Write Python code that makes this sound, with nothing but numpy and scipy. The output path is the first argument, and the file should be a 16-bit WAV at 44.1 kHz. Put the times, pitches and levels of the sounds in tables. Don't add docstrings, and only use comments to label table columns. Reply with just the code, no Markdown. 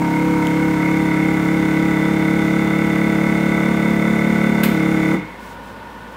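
import sys
import numpy as np
from scipy import signal
from scipy.fft import rfft, irfft
from scipy.io import wavfile
from scipy.ndimage import uniform_filter1d

SR = 44100
rng = np.random.default_rng(int(sys.argv[2]) if len(sys.argv) > 2 else 0)


def persist_wave(psi):
    counts = np.round(np.clip(psi, -1, 1) * 32767).astype(np.int16)
    wavfile.write(sys.argv[1], SR, np.atleast_2d(counts).T)


def makeup_ratio(level_db):
    decades = np.asarray(level_db, float) / 20
    return 10 ** decades


N = 271656
T = np.arange(N) / SR

# (frequency [Hz], density [dB per Hz])
KITCHEN_TONE = [(25, -36), (50, -14), (80, -32), (140, -6), (210, 2.5), (680, -17), (940, 2), (1460, -17),
                (1600, -12), (3200, -19.5), (6400, -36.5), (14800, -37.5)]
# (frequency [Hz], width [Hz], level [dB])
FAN_MODES = [(103, 9, -50.5), (190, 23, -50.5), (518, 150, -42.5), (812, 30, -84), (940.5, 15, -47),
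             (1466, 40, -45.5), (1790, 19, -53)]
# (time [s], half length [s], level [dB])
RUSTLES = [
    (5.313, .07, -58),
    (5.475, 0.077, -45.5),
    (5.68, 0.052, -50),
    (6.13, .02, -54),
]
# (frequency [Hz], density [dB per Hz])
RUSTLE_TONE = [(1500, -18), (4000, -1), (9000, -5), (12000, -11), (15000, -4)]
# (frequency [Hz], t60 [s])
ECHO_T60 = [(150, 0.12), (500, 0.23), (1200, 0.35), (2200, 0.97), (4000, 0.68), (9000, 0.18)]
# (level [dB], modes as (frequency [Hz], width [Hz], level [dB]))
SEAL_TICK = (-13, [(3100, 450, 0), (7000, 800, -7), (11000, 800, -10), (15000, 900, -20)])
# (frequency [Hz], density [dB per Hz])
PUFF_COLOUR = [(700, -19), (1120, 3), (2600, 2), (4000, -4), (6000, -12), (8000, -7), (10000, -12),
               (12400, 0), (15500, -7)]
# (frequency [Hz], density [dB per Hz])
HISS_TONE = [(40, -34), (100, -34), (200, -3), (330, -3.5), (600, -19.5), (1000, -11.5), (1700, -11),
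             (2300, -11.5), (2900, -20.5), (4500, -26), (9000, -29), (10000, -32.5), (12000, -29.5),
             (15500, -27)]
# (frequency [Hz], width [Hz], level [dB])
METAL_PARTS = [
    [(957, 68, -8), (804, 320, -3.5)],
    [(1154, 37, 0.5), (1318.4, 35, 1.5), (1493.6, 45, 5), (6180, 160, -20.5), (6895, 87, -19)],
    [(2003, 37.4, 6.5), (2040, 8.9, -3.5), (2770, 87, -16), (3541, 54, -8.5), (3598, 56, -9.5),
     (8870, 370, -18)],
    [(2145, 43, 7.5), (2178.4, 46, 7), (2474, 79, -10.5)],
]
# (settled level [dB], offset at first [dB], swing with the hunting [dB], lag [turns])
RATTLE_LEVELS = [
    (-49.5, 15, 2.5, 0),
    (-32, -4.5, 0, 0.039),
    (-32, -18.5, 9, 0.25),
    (-31, -3.5, 1.5, 0.51),
]
RATTLE_SETTLES = [3.7, 1.3, 0.62, 4.6]
# (time [s], half length [s], boost [dB], part 0-3)
BUZZES = [
    (0, .1, 4, 0),
    (.87, .05, 4, 3),
    (1.16, .09, 5, 3),
    (5.14, .03, 15, 0),
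]
# (shaft order, level [dB], slope [dB per Hz], bend [dB per Hz squared])
HUM_ORDERS = [(1, -55, -1, 2), (2, -42, 0, -3), (3, -44, -6, -3), (4, -29, 1, -1), (5, -22, 1, 0),
              (6, -24, 8, 1), (7, -36, 5, 15), (8, -28, -6, -5), (9, -21, -7, -9), (10, -41, 2, 11),
              (11, -37, 9, -4), (12, -40, -14, -20), (13, -33, 3, -15), (14, -37, 2, -3), (15, -45, 7, 3),
              (16, -43, 2, -1), (17, -50, 6, -1), (18, -40, 2, -18), (19, -41, 6, -3), (20, -47, 3, 2),
              (21, -50, 4, 11), (22, -46, -5, -6), (23, -48, 5, 4), (24, -46, 6, -4), (25, -49, 6, -4),
              (26, -51, 4, 5), (27, -42, -6, 3), (28, -47, -4, 10)]
# (frequency [Hz], level [dB])
PARTNER_LINES = [(40, -80), (100, -57), (250, -44), (400, -47), (550, -50), (1000, -56)]
# (frequency [Hz], width [Hz], boost [dB])
SIDE_PANEL = (486, 2.0, 12)

TICK_S, VALVE_S, SAG_S, STOP_S = .4705, 4.6336, 4.7, 5.145
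USUAL_HZ, START_TURN = 35.4, .207
SHAKE_HZ = 66.658
RATTLE_FADE_DB_PER_S = 201


def evened(x):
    return x / np.sqrt(np.mean(x ** 2) + 1e-20)


def read(points, hz):
    f, value = np.transpose(points)
    return np.interp(np.log(hz + 1), np.log(f + 1), value)


def noise(points):
    white = rfft(rng.standard_normal(N))
    colour = makeup_ratio(read(points, np.fft.rfftfreq(N, 1 / SR)))
    return evened(irfft(white * colour, N))


def slow(hz):
    return np.interp(T * hz, np.arange(400), rng.standard_normal(400))


def ramp(start_s, takes_s):
    return np.clip((T - start_s) / takes_s, 0, 1)


def swell(s, half_s):
    return np.exp(-((T - s) / half_s) ** 4)


def ring(x, hz, width):
    r = np.exp(-np.pi * width / SR)
    return evened(signal.lfilter([1, 0, -1], [1, -2 * r * np.cos(2 * np.pi * hz / SR), r * r], x))


def kitchen():
    wash = makeup_ratio(-37.5) * noise(KITCHEN_TONE)
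    fan = sum(makeup_ratio(db) * ring(rng.standard_normal(N), hz, width) for hz, width, db in FAN_MODES)
    mains = np.sqrt(2) * makeup_ratio(-47.5 + .8 * slow(8)) * np.sin(2 * np.pi * 57 * T)
    moves = makeup_ratio(-65) + sum(makeup_ratio(db) * swell(s, half_s) for s, half_s, db in RUSTLES)
    return wash + fan + mains + makeup_ratio(-5.5) * moves * noise(RUSTLE_TONE)


def echo(x):
    count = (SR - 301) // 20
    taps = np.zeros(SR)
    at = np.arange(300, SR - 20, 20) + rng.integers(0, 20, count)
    taps[at] = rng.choice([-1., 1.], count)
    hz, t, z = signal.stft(taps, SR, nperseg=512)
    decay = makeup_ratio(-60 * t / read(ECHO_T60, hz)[:, None])
    tail = signal.istft(z * decay, SR, nperseg=512)[1]
    return signal.fftconvolve(x, tail / np.linalg.norm(tail))[:N]


def tick():
    level_db, modes = SEAL_TICK
    t = np.maximum(T - TICK_S, 0)
    click = sum(makeup_ratio(db) * np.sin(2 * np.pi * hz * t) * np.exp(-np.pi * width * t) for hz, width, db in modes)
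    return makeup_ratio(level_db) * click


def valve():
    t = np.maximum(T - VALVE_S, 0)
    snap = makeup_ratio(-17.5) * np.exp(-t / .012)
    puff = makeup_ratio(-29.5 - 130 * t) * (1 - ramp(VALVE_S + .12, .04))
    return ramp(VALVE_S, .001) * (snap + puff) * noise(PUFF_COLOUR)


def hiss(turns):
    air = noise(HISS_TONE)
    top = signal.sosfilt(signal.butter(2, 9000, "high", fs=SR, output="sos"), air)
    dull_db = -5 * (2.5 - ramp(1.1, .4))
    air = air + (makeup_ratio(dull_db) - 1) * top
    stroke = np.exp(-((turns + 0.19) % 1) / .08)
    return makeup_ratio(-33.5) * evened(air * (1 + .41 * stroke))


def rattle(turns, beat):
    slap, uneven_db, jitter_s, chatter, tail_turns = 3.2, 1, .00003, .6, .4
    return_turn, return_db = .72, -6
    at = np.flatnonzero(np.diff(np.floor(turns + .11)))
    draw = rng.standard_normal((len(at), 2))
    late = (draw[:, 0] * jitter_s * SR).astype(int)
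    blows = np.zeros(N)
    blows[np.clip(at + late, 0, N - 1)] = makeup_ratio(uneven_db * draw[:, 1])
    shake = (chatter + np.exp(-((turns + 0.09) % 1) / tail_turns)) * rng.standard_normal(N)
    once = slap * evened(blows) + evened(shake)
    back = np.roll(evened(blows), round(return_turn * SR / USUAL_HZ))
    twice = once + makeup_ratio(return_db) * slap * back

    parts = [sum(makeup_ratio(db) * ring(ring(hit, hz, width), hz, 2 * width) for hz, width, db in modes)
             for hit, modes in zip([once, once, twice, twice], METAL_PARTS)]
    levels = []
    for (db, first_db, swing_db, lag), settle_s in zip(RATTLE_LEVELS, RATTLE_SETTLES):
        unsettled_db = first_db + swing_db * np.cos(beat - 2 * np.pi * lag)
        levels.append(db + unsettled_db * np.exp(-T / settle_s))
    for s, half_s, boost_db, part in BUZZES:
        levels[part] = levels[part] + boost_db * swell(s, half_s)
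    return sum(makeup_ratio(db) * evened(part) for db, part in zip(levels, parts))


def timing(k, smear):
    lean, bass_lead, bass_step = 2.1, .9, 2.6
    if k <= 4:
        return lean + bass_lead + bass_step * (k - 4) + smear
    if k <= 9:
        return lean + smear * ((k - 6.5) ** 2 / 2 - 1.9)
    return rng.uniform(0, 2 * np.pi)


def hum(turns, speed, swing, beat, smear, coast):
    off_hz = speed + .55 * swing - USUAL_HZ
    panel_hz, width_hz, panel_db = SIDE_PANEL
    out = np.zeros((2, N))
    for k, db, slope_db, bend_db in HUM_ORDERS:
        row = int(k > 12)
        phase = timing(k, smear) + (.05 * k / 10 + coast) * slow(14)
        level_db = db + slope_db * off_hz + bend_db * off_hz ** 2 + .25 * k / 5 * slow(4.81)
        level_db += panel_db / (1 + ((k * speed - panel_hz) / width_hz) ** 2)
        out[row] += np.sqrt(2) * makeup_ratio(level_db) * np.cos(2 * np.pi * k * turns + phase)
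        partner = 2 * np.pi * (k * turns + rng.random()) + phase + (-1) ** k * beat
        out[row] += np.sqrt(2) * makeup_ratio(read(PARTNER_LINES, k * USUAL_HZ)) * np.cos(partner)
    return out


def shaft():
    start_hz, climb_hz_per_s, ease_hz_per_s2 = 34.5877, .34679, .008634
    sag_hz, sag_takes_s, hunt_hz, stray_turns = .71, .08, .23, .002
    t = np.minimum(T, SAG_S)
    speed = start_hz + climb_hz_per_s * t - ease_hz_per_s2 * t ** 2
    speed = speed - sag_hz * ramp(SAG_S, sag_takes_s)
    even = np.cumsum(speed) / SR
    beat = 2 * np.pi * (2 * even - SHAKE_HZ * T)
    hunt = hunt_hz / (2 * np.pi * (2 * speed - SHAKE_HZ)) * np.cos(beat)
    stray = stray_turns * uniform_filter1d(slow(6), size=4000)
    return speed, START_TURN + even + hunt + stray, beat, -hunt_hz * np.sin(beat)


def pump():
    speed, turns, beat, swing = shaft()
    smear = 1.27 * np.exp(-(T / .71) ** 2)
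    coast = .15 + 4.5 * ramp(STOP_S, .04)
    thump, upper = hum(turns, speed, swing, beat, smear, coast)
    shake_phase = 2 * np.pi * (SHAKE_HZ * T + 2 * START_TURN) + timing(1.98, 0)
    shake = np.sqrt(2) * makeup_ratio(-50) * np.cos(shake_phase)

    after = np.maximum(T - STOP_S, 0)
    metal_fade = makeup_ratio(-RATTLE_FADE_DB_PER_S * after)
    works = metal_fade * rattle(turns, beat) + makeup_ratio(-298 * after) * hiss(turns)
    return makeup_ratio(-158 * after) * (thump + shake), makeup_ratio(1.5) * metal_fade * upper, works


def scene():
    thump, upper, works = pump()
    works = works + valve() + tick()
    walls = echo(makeup_ratio(-9) * upper + makeup_ratio(-10) * works)
    return (thump + upper + works + walls + kitchen())[None]


def roll_off(x):
    return signal.sosfilt(signal.butter(12, 16490, fs=SR, output="sos"), x)


def record(dry):
    lowpass = signal.firwin(801, 15720, window=("kaiser", 1.5), fs=SR)
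    limited = signal.oaconvolve(dry, lowpass[None], "same")
    return roll_off(limited)


dry = scene()
out = record(dry)
persist_wave(out)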